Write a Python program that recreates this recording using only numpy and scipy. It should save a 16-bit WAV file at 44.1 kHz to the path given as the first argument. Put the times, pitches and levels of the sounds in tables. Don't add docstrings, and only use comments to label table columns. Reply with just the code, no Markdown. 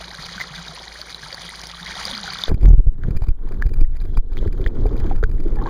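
import sys
import numpy as np
from scipy import signal
from scipy.fft import rfft, irfft, next_fast_len
from scipy.io import wavfile
from scipy.ndimage import uniform_filter1d

SR = 44100
rng = np.random.default_rng(int(sys.argv[2]) if len(sys.argv) > 2 else 0)


def to_wav(s):
    ch = np.atleast_2d(s).T
    pcm = np.round(np.clip(ch, -1, 1) * 32767)
    wavfile.write(sys.argv[1], SR, pcm.astype(np.int16))


N = 250929
TIME_S = np.arange(N) / SR
DIP_S = 2.49


def gain_of(db):
    return 10 ** (np.asarray(db) / 20)


def evened(x):
    return x / np.sqrt(np.mean(x ** 2) + 1e-20)


def curves(rows):
    s, *columns = np.transpose(rows)
    return [np.interp(TIME_S, s, column) for column in columns]


def coloured(x, gain):
    size = next_fast_len(N + 4096)
    hz = np.fft.rfftfreq(size, 1 / SR) + 1
    return irfft(rfft(x, size) * gain(hz), size)[:N]


def tone(points):
    hz, db = np.transpose(points)
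    return lambda f: gain_of(np.interp(np.log(f), np.log(hz), db))


def noise(points):
    return evened(coloured(rng.standard_normal(N), tone(points)))


def drift(rate_hz):
    return evened(coloured(rng.standard_normal(N), lambda f: 1 / (1 + (f / rate_hz) ** 2)))


def wavering(db, depth_db, rate_hz):
    return gain_of(db + depth_db * drift(rate_hz))


def grains(lo_hz, hi_hz, cycles, per_s, spread_db, count=10):
    out = np.zeros(N)
    sizes = gain_of(spread_db * np.minimum(rng.exponential(1, N), 4))
    sizes *= rng.random(N) < per_s / SR
    kind = rng.integers(0, count, N)
    for k, hz in enumerate(np.geomspace(lo_hz, hi_hz, count)):
        turns = np.arange(1500) * hz / SR
        rising = np.sin(2 * np.pi * turns * (1 + 0.013 * turns))
        ring = rising * np.exp(-turns / cycles) * np.sqrt(hz)
        out += signal.oaconvolve(sizes * (kind == k), ring)[:N]
    return evened(out)


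def rings(rows, click):
    size = 4000
    out, t = np.zeros(N + SR), np.arange(size) / SR
    chances = uniform_filter1d(rng.standard_normal((len(rows), size)), size=4)
    for (s, db, hz, t60), chance in zip(rows, chances):
        decay = gain_of(-60 * t / max(t60, .002))
        attack = 1 - np.exp(-t * hz * 3)
        ring = decay * attack * np.sin(2 * np.pi * hz * t)
        burst = click * min(hz / 1500, 1) ** 2 * chance * np.exp(-t / 0.0018)
        out[round(s * SR):][:size] += gain_of(db) * (ring + burst)
    return out[:N]


def submerged(fade_s):
    return np.clip((TIME_S - DIP_S) / fade_s, 0, 1)


# (time [s], push [amplitude], rebound [amplitude], spacing [s], width [s])
SHOVE_PULSES = [(2.498, -0.5, -0.44, 0.0092, 0.0048), (2.518, -0.56, 0.39, 0.008, 0.0012),
                (2.545, -0.69, .15, 0.026, 0.0024), (2.634, -0.61, 1.34, 0.012, 0.0029),
                (2.661, -1.56, .9, 0.0098, 0.0032), (2.683, -1.3, 1.1, .009, 0.0025),
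                (2.706, -1.42, 1.1, 0.0088, 0.003), (2.734, -1.4, 1.25, 0.011, 0.003),
                (2.784, -0.89, 1.39, .013, 0.0032), (2.873, -0.96, 0.966, 0.014, 0.0039),
                (3.084, -0.23, 0.38, 0.0033, 0.0011), (3.11, -0.54, 0.059, 0.0116, 0.003),
                (3.172, 0.65, 0.017, 0.027, 0.014), (3.223, 0.59, -.3, .016, 0.0036),
                (3.290, -0.91, 0.69, 0.021, 0.0048), (3.66, -0.63, 0.51, 0.01, 0.0035),
                (3.815, -0.92, 0.99, 0.0219, 0.0064), (4.178, -1.025, 0.65, 0.017, 0.0068),
                (4.468, -0.45, -0.68, 0.011, 0.0036), (4.668, -0.72, 0.24, 0.014, 0.0048),
                (5.243, -0.57, 0.26, 0.017, 0.0047)]


def shoves():
    out = np.zeros(N)
    for s, push, rebound, spacing, width in SHOVE_PULSES:
        out += push / (1 + ((TIME_S - s) / width) ** 2) ** 1.17
        late = TIME_S - s - spacing
        rebound_width = width * np.where(late > 0, 1.8, 1.1)
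        out += rebound / (1 + (late / rebound_width) ** 2) ** 1.08
    return out


# (time [s], swing level [dB], churn level [dB])
CURRENT_LEVELS = [(2.48, -14, -32), (2.6, -3.5, -27), (2.75, 3.5, -26.5), (3.0, -13, -22.5),
                  (3.15, -7, -30.5), (3.4, -15.5, -37.5), (3.65, -12.5, -31), (3.9, -4, -34.5),
                  (4.1, -14.5, -37), (4.35, -13, -35), (4.5, -10.5, -22), (4.62, -16.5, -37),
                  (4.9, -12.5, -26), (5.2, -11, -33.5), (5.35, -13, -31.5), (5.58, -13, -35),
                  (5.69, -23, -30)]
# (frequency [Hz], relative gain [dB])
CHURN_SPECTRUM = [(40, -34.5), (70, 5.5), (130, -2), (220, -10.5), (400, -49.5), (2000, -100)]
SWING_DROP, CHURN_DROP = 0.53, 1
CHURN_STIR_DB = 27


def current(pushes, drop_db, stir):
    swing_db, churn_db = curves(CURRENT_LEVELS)
    swings = np.cos(2 * np.pi * swing_turns())
    swings *= wavering(swing_db + SWING_DROP * drop_db, 2.5, 12)
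    churn = noise(CHURN_SPECTRUM)
    churn *= wavering(churn_db + CHURN_DROP * drop_db + CHURN_STIR_DB * stir, 3.04, 11.8)
    flow = (swings + churn) * submerged(.02)
    for s, push, rebound, spacing, width in SHOVE_PULSES:
        nearness = (TIME_S - s - spacing / 2) / (1.88 * spacing + 0.0081)
        flow *= 1 - 0.63 * np.exp(-nearness ** 2)
    return flow + pushes


SWING_HZ = 20


def swing_turns():
    extremes = np.sort([0] + [s + length / 2 for s, db, length in BUZZ_BURSTS] + [N / SR])
    half_turns = np.maximum(np.round(np.diff(extremes) * 2 * SWING_HZ), 1)
    halves = np.r_[0, np.cumsum(half_turns)]
    at = np.interp(TIME_S, extremes, halves)
    free = np.interp(at, halves[:-1] + half_turns / 2, half_turns > 1)
    return at / 2 + 0.2 * free * drift(11.5)


DROP_KNEE, DROP_DB_PER_UNIT = 0.48, 56.5
DROP_LAG_S, RECOVER_DB_PER_S = 0.011, 137


def level_drop(pressure):
    depth_db = DROP_DB_PER_UNIT * np.clip(abs(pressure) - DROP_KNEE, 0, 1 - DROP_KNEE)
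    climb_db = RECOVER_DB_PER_S * TIME_S
    held_db = np.maximum.accumulate(depth_db + climb_db) - climb_db
    late_db = np.interp(TIME_S - DROP_LAG_S, TIME_S, held_db)
    return -uniform_filter1d(late_db, size=300)


# (time [s], level [dB], pitch [Hz], decay by 60 dB [s], at least 0.002)
BUBBLE_POPS = [(2.481, -5.5, 502, 0.0064), (2.516, -10.5, 700, .006), (2.577, -23, 500, 0.008),
               (2.632, -19, 603, 0.0076), (2.6569, -14, 2260, 0.002), (2.68, -27, 726, 0.016),
               (2.6878, -28.5, 6230, 0.0039), (2.702, -30.5, 716, 0.014), (2.793, -33.5, 678, 0.014),
               (2.866, -29.5, 394, 0.021), (3.0365, -22, 1540, 0.0094), (3.082, -25, 250, .05),
               (3.221, -14, 703, 0.0046), (3.239, -25, 895, 0.0094), (3.273, -22.5, 200, 0.047),
               (3.509, -25.5, 384, 0.056), (3.6154, -29, 1276, 0.0086), (3.6232, -10.5, 1704, .014),
               (3.6227, -33.5, 3180, 0.0047), (3.715, -24, 358, 0.035), (3.8482, -36, 1900, 0.009),
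               (4.0028, -32, 4100, .005), (4.1515, -41, 3326, 0.022), (4.173, -13, 964, 0.0056),
               (4.371, -14.5, 2060, 0.0027), (4.3784, -25, 3220, 0.007), (4.3884, -28.5, 3350, .012),
               (4.459, -17.5, 391, 0.058), (4.598, -22.5, 377.6, 0.17), (4.6423, -24.5, 3340, .005),
               (4.6633, -11, 1830, 0.0094), (4.6744, -25.5, 3336, 0.0068), (4.855, -15, 427, 0.063),
               (4.856, -22, 750, 0.03), (5.112, -18, 783, 0.042), (5.2284, -22, 1360, 0.024),
               (5.229, -12.5, 437, 0.049), (5.238, -10, 1520, .014), (5.4, -21, 336, 0.042),
               (5.461, -17, 326, 0.073), (5.549, -23, 321.6, 0.041), (5.569, -32.5, 843.5, 0.082),
               (5.5692, -38, 1725, .02), (5.587, -29, 800, 0.093), (5.5877, -31, 1720, .02),
               (5.6, -37, 1720, 0.016), (5.616, -24.5, 1080, 0.035), (5.624, -25.5, 850, .05),
               (5.626, -31, 1200, 0.027), (5.634, -29, 815, 0.045), (5.6386, -33.5, 4000, .007),
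               (5.66, -17.5, 934, 0.033), (5.66, -28.5, 1620, .04), (5.6675, -30.5, 3897, 0.0075),
               (5.671, -29, 810, .04), (5.674, -22.5, 1090, 0.052), (5.678, -34, 1552, .03)]


def pops():
    return rings(BUBBLE_POPS, 0.19)


# (time [s], gurgle level [dB], burble level [dB], fizz level [dB], sizzle level [dB])
BUBBLE_LEVELS = [(2.48, -31.5, -37, -51, -60), (2.6, -38.5, -54.5, -61, -68), (2.8, -36, -64, -70, -87.5),
                 (2.95, -42.5, -51.5, -58, -82.5), (3.1, -38, -49, -55.5, -79.5),
                 (3.2, -47, -59, -69.5, -70), (3.38, -45.5, -53.5, -62.5, -82),
                 (3.52, -42.5, -50.5, -62, -72), (3.7, -44, -58.5, -69, -76), (3.95, -47, -54, -53, -81),
                 (4.1, -43.5, -57.5, -71.5, -65.5), (4.4, -37, -50.5, -57.5, -63),
                 (4.55, -37, -52, -59, -62.5), (4.85, -29, -50.5, -62, -66.5),
                 (5.1, -33.5, -43.5, -49, -69), (5.22, -48.5, -57, -75, -78), (5.42, -32.5, -57, -61, -72),
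                 (5.52, -37.5, -48, -60, -78), (5.6, -34, -44.5, -58, -78), (5.69, -32, -41, -47, -74)]
# (frequency [Hz], relative gain [dB])
FIZZ_SPECTRUM = [(500, -16.5), (1100, -19.5), (1600, -3.5), (2300, -7.5), (3500, -9), (5000, -18.5),
                 (7000, -10.5), (9000, -36), (16000, -47)]
SIZZLE_SPECTRUM = [(2000, -34), (3000, -5.5), (3500, -3.5), (5000, -7.5), (7000, -12), (9000, -45.5)]
GURGLE_DROP, BURBLE_DROP, FROTH_DROP = 0.62, 0.59, 0.81
GURGLE_STIR_DB = 20


def bubbles(drop_db, stir):
    gurgle_db, burble_db, fizz_db, sizzle_db = curves(BUBBLE_LEVELS)
    gurgle = grains(232.3, 432.5, 1.72, 1500, 2.1)
    gurgle *= wavering(gurgle_db + GURGLE_DROP * drop_db + GURGLE_STIR_DB * stir, 2.6, 34)
    burble = grains(500, 1450, 1.7, 2500, 3.0)
    burble *= wavering(burble_db + BURBLE_DROP * drop_db, 3.7, 30)
    froth = 0.64 * rng.standard_normal(N) + 0.55 * grains(1446, 5000, 1.8, 1200, 6.5, count=6)
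    fizz = evened(coloured(froth, tone(FIZZ_SPECTRUM))) * wavering(fizz_db, 3.4, 40)
    sizzle = evened(coloured(froth, tone(SIZZLE_SPECTRUM))) * gain_of(sizzle_db)
    froths = (fizz + sizzle) * gain_of(FROTH_DROP * drop_db)
    return (gurgle + burble + froths) * submerged(0.0055)


# (time [s], level [dB], before a lift of 17 dB, length [s], at least 0.002)
BUZZ_BURSTS = [(2.458, -52, 0.008), (2.4834, -44, 0.008), (2.4938, -40.5, 0.0051), (2.508, -49, 0.013),
               (2.541, -43.5, 0.008), (2.599, -58, 0.01), (2.6114, -47.5, 0.0074), (2.628, -46, 0.0096),
               (2.6667, -64, 0.013), (2.689, -56, 0.008), (2.733, -68, 0.0074), (3.0839, -49, 0.0058),
               (3.1067, -44.5, 0.0059), (3.164, -43.5, 0.013), (3.2055, -51.5, 0.008),
               (3.219, -45.5, 0.0075), (3.2376, -48, 0.0092), (3.269, -47.5, 0.0041),
               (3.284, -43.5, 0.0067), (3.487, -48.5, 0.0056), (3.5184, -47, 0.008),
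               (3.5429, -46.5, 0.0039), (3.5678, -53, 0.008), (3.6147, -50, 0.008), (3.641, -51, 0.013),
               (3.663, -44, 0.008), (3.69, -47.5, 0.0072), (3.736, -44.5, 0.008), (3.768, -50, 0.008),
               (3.79, -52, 0.0046), (3.8073, -44.5, 0.0085), (3.964, -47, 0.0089), (4.009, -48, 0.017),
               (4.0514, -50.5, 0.0075), (4.139, -53, 0.008), (4.17, -40.5, 0.0096), (4.3155, -53.5, 0.008),
               (4.327, -49.5, 0.0083), (4.357, -53, 0.008), (4.3824, -51.5, 0.012), (4.4694, -48, 0.011),
               (4.5264, -44.5, 0.0061), (4.613, -46, 0.008), (4.6746, -47, 0.0096), (4.7496, -53, 0.0099),
               (4.856, -51.5, 0.011), (4.8645, -47.5, 0.008), (4.9263, -47.5, 0.008), (4.965, -47, 0.0063),
               (4.9985, -44, 0.0067), (5.057, -48, 0.012), (5.1293, -56, 0.0062), (5.1594, -45, 0.0059),
               (5.184, -49, 0.0066), (5.2285, -54, 0.0063), (5.24, -46.5, 0.008), (5.2926, -51, 0.01),
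               (5.3134, -47.5, 0.0046), (5.4, -47, 0.0097), (5.4355, -51, 0.008), (5.48, -48, 0.0055),
               (5.5555, -47.5, 0.0064)]
STEP_HZ = 2400


def crest_buzz():
    beats = TIME_S * STEP_HZ
    chance = rng.random(int(beats[-1]) + 1)[beats.astype(int)]
    level = np.zeros(N)
    for s, db, length in BUZZ_BURSTS:
        length = max(length, .002)
        share = np.clip((db + 55.5) / 22, .2, 1)
        at = slice(round(s * SR), round((s + length) * SR))
        arch = abs(np.sin(np.pi * (TIME_S[at] - s) / length)) ** 0.29
        level[at] += gain_of(db + 17.0) * (chance[at] < share) * arch
    return level * (beats % 1 - .5)


# (time [s], level [dB], pitch [Hz])
SPLASH_RINGS = [(0.005, -30.5, 643), (0.127, -34.5, 169.6), (0.145, -27, 1580), (0.188, -30.5, 164),
                (0.2408, -22.5, 4330), (0.358, -33.5, 196), (0.38, -21, 1515), (0.402, -17, 2040),
                (0.409, -15, 1920), (0.4135, -11, 2045), (0.506, -32.5, 151), (0.5552, -21, 3640),
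                (0.5807, -26, 1570), (0.585, -31.5, 165), (0.6828, -19.5, 3800), (0.692, -31, 162),
                (0.72, -34.5, 680), (0.775, -28, 990), (0.993, -35, 610), (1.0153, -17, 4530),
                (1.146, -16, 3970), (1.229, -35, 154), (1.2325, -25, 1620), (1.263, -32, 896),
                (1.3283, -17, 4620), (1.33, -34, 562), (1.345, -17.5, 4530), (1.49, -23.5, 2020),
                (1.446, -36, 172), (1.6157, -17, 5400), (1.67, -17, 5440), (1.737, -29, 1184),
                (1.811, -34, 168), (1.8295, -22.5, 3670), (1.832, -33, 867), (1.8672, -20.5, 2100),
                (1.954, -20.5, 3680), (2.013, -29, 839), (2.0532, -10, 4786), (2.07, -34, 530),
                (2.11, -33, 560), (2.151, -15, 4160), (2.1126, -15.5, 3605), (2.124, -31.5, 239),
                (2.24, -26.5, 804), (2.278, -19.5, 1467), (2.285, -28.5, 772), (2.334, -17, 4450),
                (2.3875, -17, 3500), (2.4369, -5.5, 3590), (2.4822, -23.5, 1550)]
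SPLASH_T60_S, SPLASH_SLOPE = 0.039, 0.76


def splashes():
    rows = [(s, db, hz, SPLASH_T60_S / (hz / 1000) ** SPLASH_SLOPE) for s, db, hz in SPLASH_RINGS]
    return rings(rows, 0.41)


# (time [s], level [dB], fine spray level before drift [dB])
BROOK_LEVELS = [(0, -36, -56), (.4, -35.5, -58.5), (.75, -34.5, -57), (.95, -38, -56), (1.4, -36, -55.5),
                (1.75, -37.5, -54), (2.0, -29, -49), (2.3, -30, -55), (2.47, -31.5, -66)]
# (frequency [Hz], relative gain [dB])
BROOK_SPECTRUM = [(12, -42), (20, -2), (32, 0), (64, -1.5), (90, -7.5), (171, -3), (324, -18.5), (1980, -7),
                  (2680, -7.5), (3540, -6), (4550, -3.5), (6360, -10), (7950, -17.5), (9930, -35),
                  (15500, -40.5)]
SPRAY_SPECTRUM = [(6000, -32), (8500, 1), (10000, 3.5), (12500, -13.5), (15500, -14.5)]
# (time [s], level [dB], before SPIT_BODY_DB)
SPIT_BURSTS = [(0.145, -31.5), (0.7482, -29), (1.0675, -38), (1.3179, -39), (1.3486, -33), (1.4471, -35),
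               (1.492, -28), (1.5585, -32), (1.6132, -36), (1.671, -29), (2.0524, -17), (2.1106, -30),
               (2.3356, -25), (2.4113, -32.5)]
SPIT_T60_S, SPIT_BODY_DB = 0.029, -8


def brook():
    gusts = gain_of(3.4 * drift(74) + 2.0 * drift(22))
    droplets = grains(697.3, 10630, 6.2, 2200, 5.64, count=16)
    spray = 0.66 * rng.standard_normal(N) * gusts + 0.64 * droplets
    brook_db, fine_db = curves(BROOK_LEVELS)
    body = gain_of(brook_db) * evened(coloured(spray, tone(BROOK_SPECTRUM)))
    spits = np.zeros(N)
    for s, db in SPIT_BURSTS:
        spits += gain_of(db - 60 * abs(TIME_S - s) / SPIT_T60_S) * (TIME_S > s)
    fine = evened(coloured(spray, tone(SPRAY_SPECTRUM)))
    fine *= wavering(fine_db, 2.0, 30) + gain_of(SPIT_BODY_DB) * spits
    babble = gain_of(-51) * grains(348, 1000, 3.5, 250, 3.2)
    return body + fine + babble


# (time [s], pitch [Hz], level [dB])
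HOLLOW_DRONE = [(0.0, 176.4, -45.5), (0.6, 172, -46), (0.85, 168.9, -56.5), (1.75, 172.4, -47.5),
                (1.98, 177.1, -48.5), (2.15, 216.8, -40.5), (2.26, 173, -43), (2.48, 181, -48)]


def hollow():
    hz, db = curves(HOLLOW_DRONE)
    turns = np.cumsum(hz * (1 + 0.035 * drift(31.7))) / SR
    return wavering(db, 2.7, 25) * np.sin(2 * np.pi * turns)


HUM_HZ, HUM_DB = 55.7, -46


def hum():
    return wavering(HUM_DB, 0.63, 3.1) * np.sin(2 * np.pi * HUM_HZ * TIME_S)


def air():
    above = np.clip((DIP_S + .01 - TIME_S) / .016, 0, 1)
    return (brook() + hollow() + hum()) * above + splashes()


# (frequency [Hz], relative gain [dB])
HISS_SPECTRUM = [(5000, -25), (8500, -3.5), (12000, -3), (15500, -1)]
HISS_DB, HISS_DROP = -66, 0.76


def recorder_hiss(drop_db):
    hiss = noise(HISS_SPECTRUM) * wavering(HISS_DB + HISS_DROP * drop_db, 3.0, 20)
    return hiss * submerged(0.0055)


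STIR_S = .025


def scene():
    pushes = shoves()
    drop_db = level_drop(pushes)
    stir = uniform_filter1d(abs(pushes), size=round(STIR_S * SR))
    water = current(pushes, drop_db, stir) + bubbles(drop_db, stir) + pops() + crest_buzz()
    return (air() + water + recorder_hiss(drop_db))[None]


# (frequency [Hz], width [Hz])
COMB_NOTCHES = [(2702, 310), (5490, 278), (7900, 1440), (10900, 500), (13100, 660)]
EDGE_HZ = 15600


def record(dry):
    comb = lambda f: np.prod([abs(f - hz) / np.hypot(f - hz, width) for hz, width in COMB_NOTCHES], 0)
    x = coloured(dry[0], comb)
    x = signal.lfilter(*signal.butter(1, 8, "high", fs=SR), x)
    x = np.clip(x, -1, 1)
    band = signal.firwin(511, EDGE_HZ, window=("kaiser", 9), fs=SR)
    return np.clip(signal.oaconvolve(x, band, "same"), -1, 1)[None]


dry = scene()
out = record(dry)
to_wav(out)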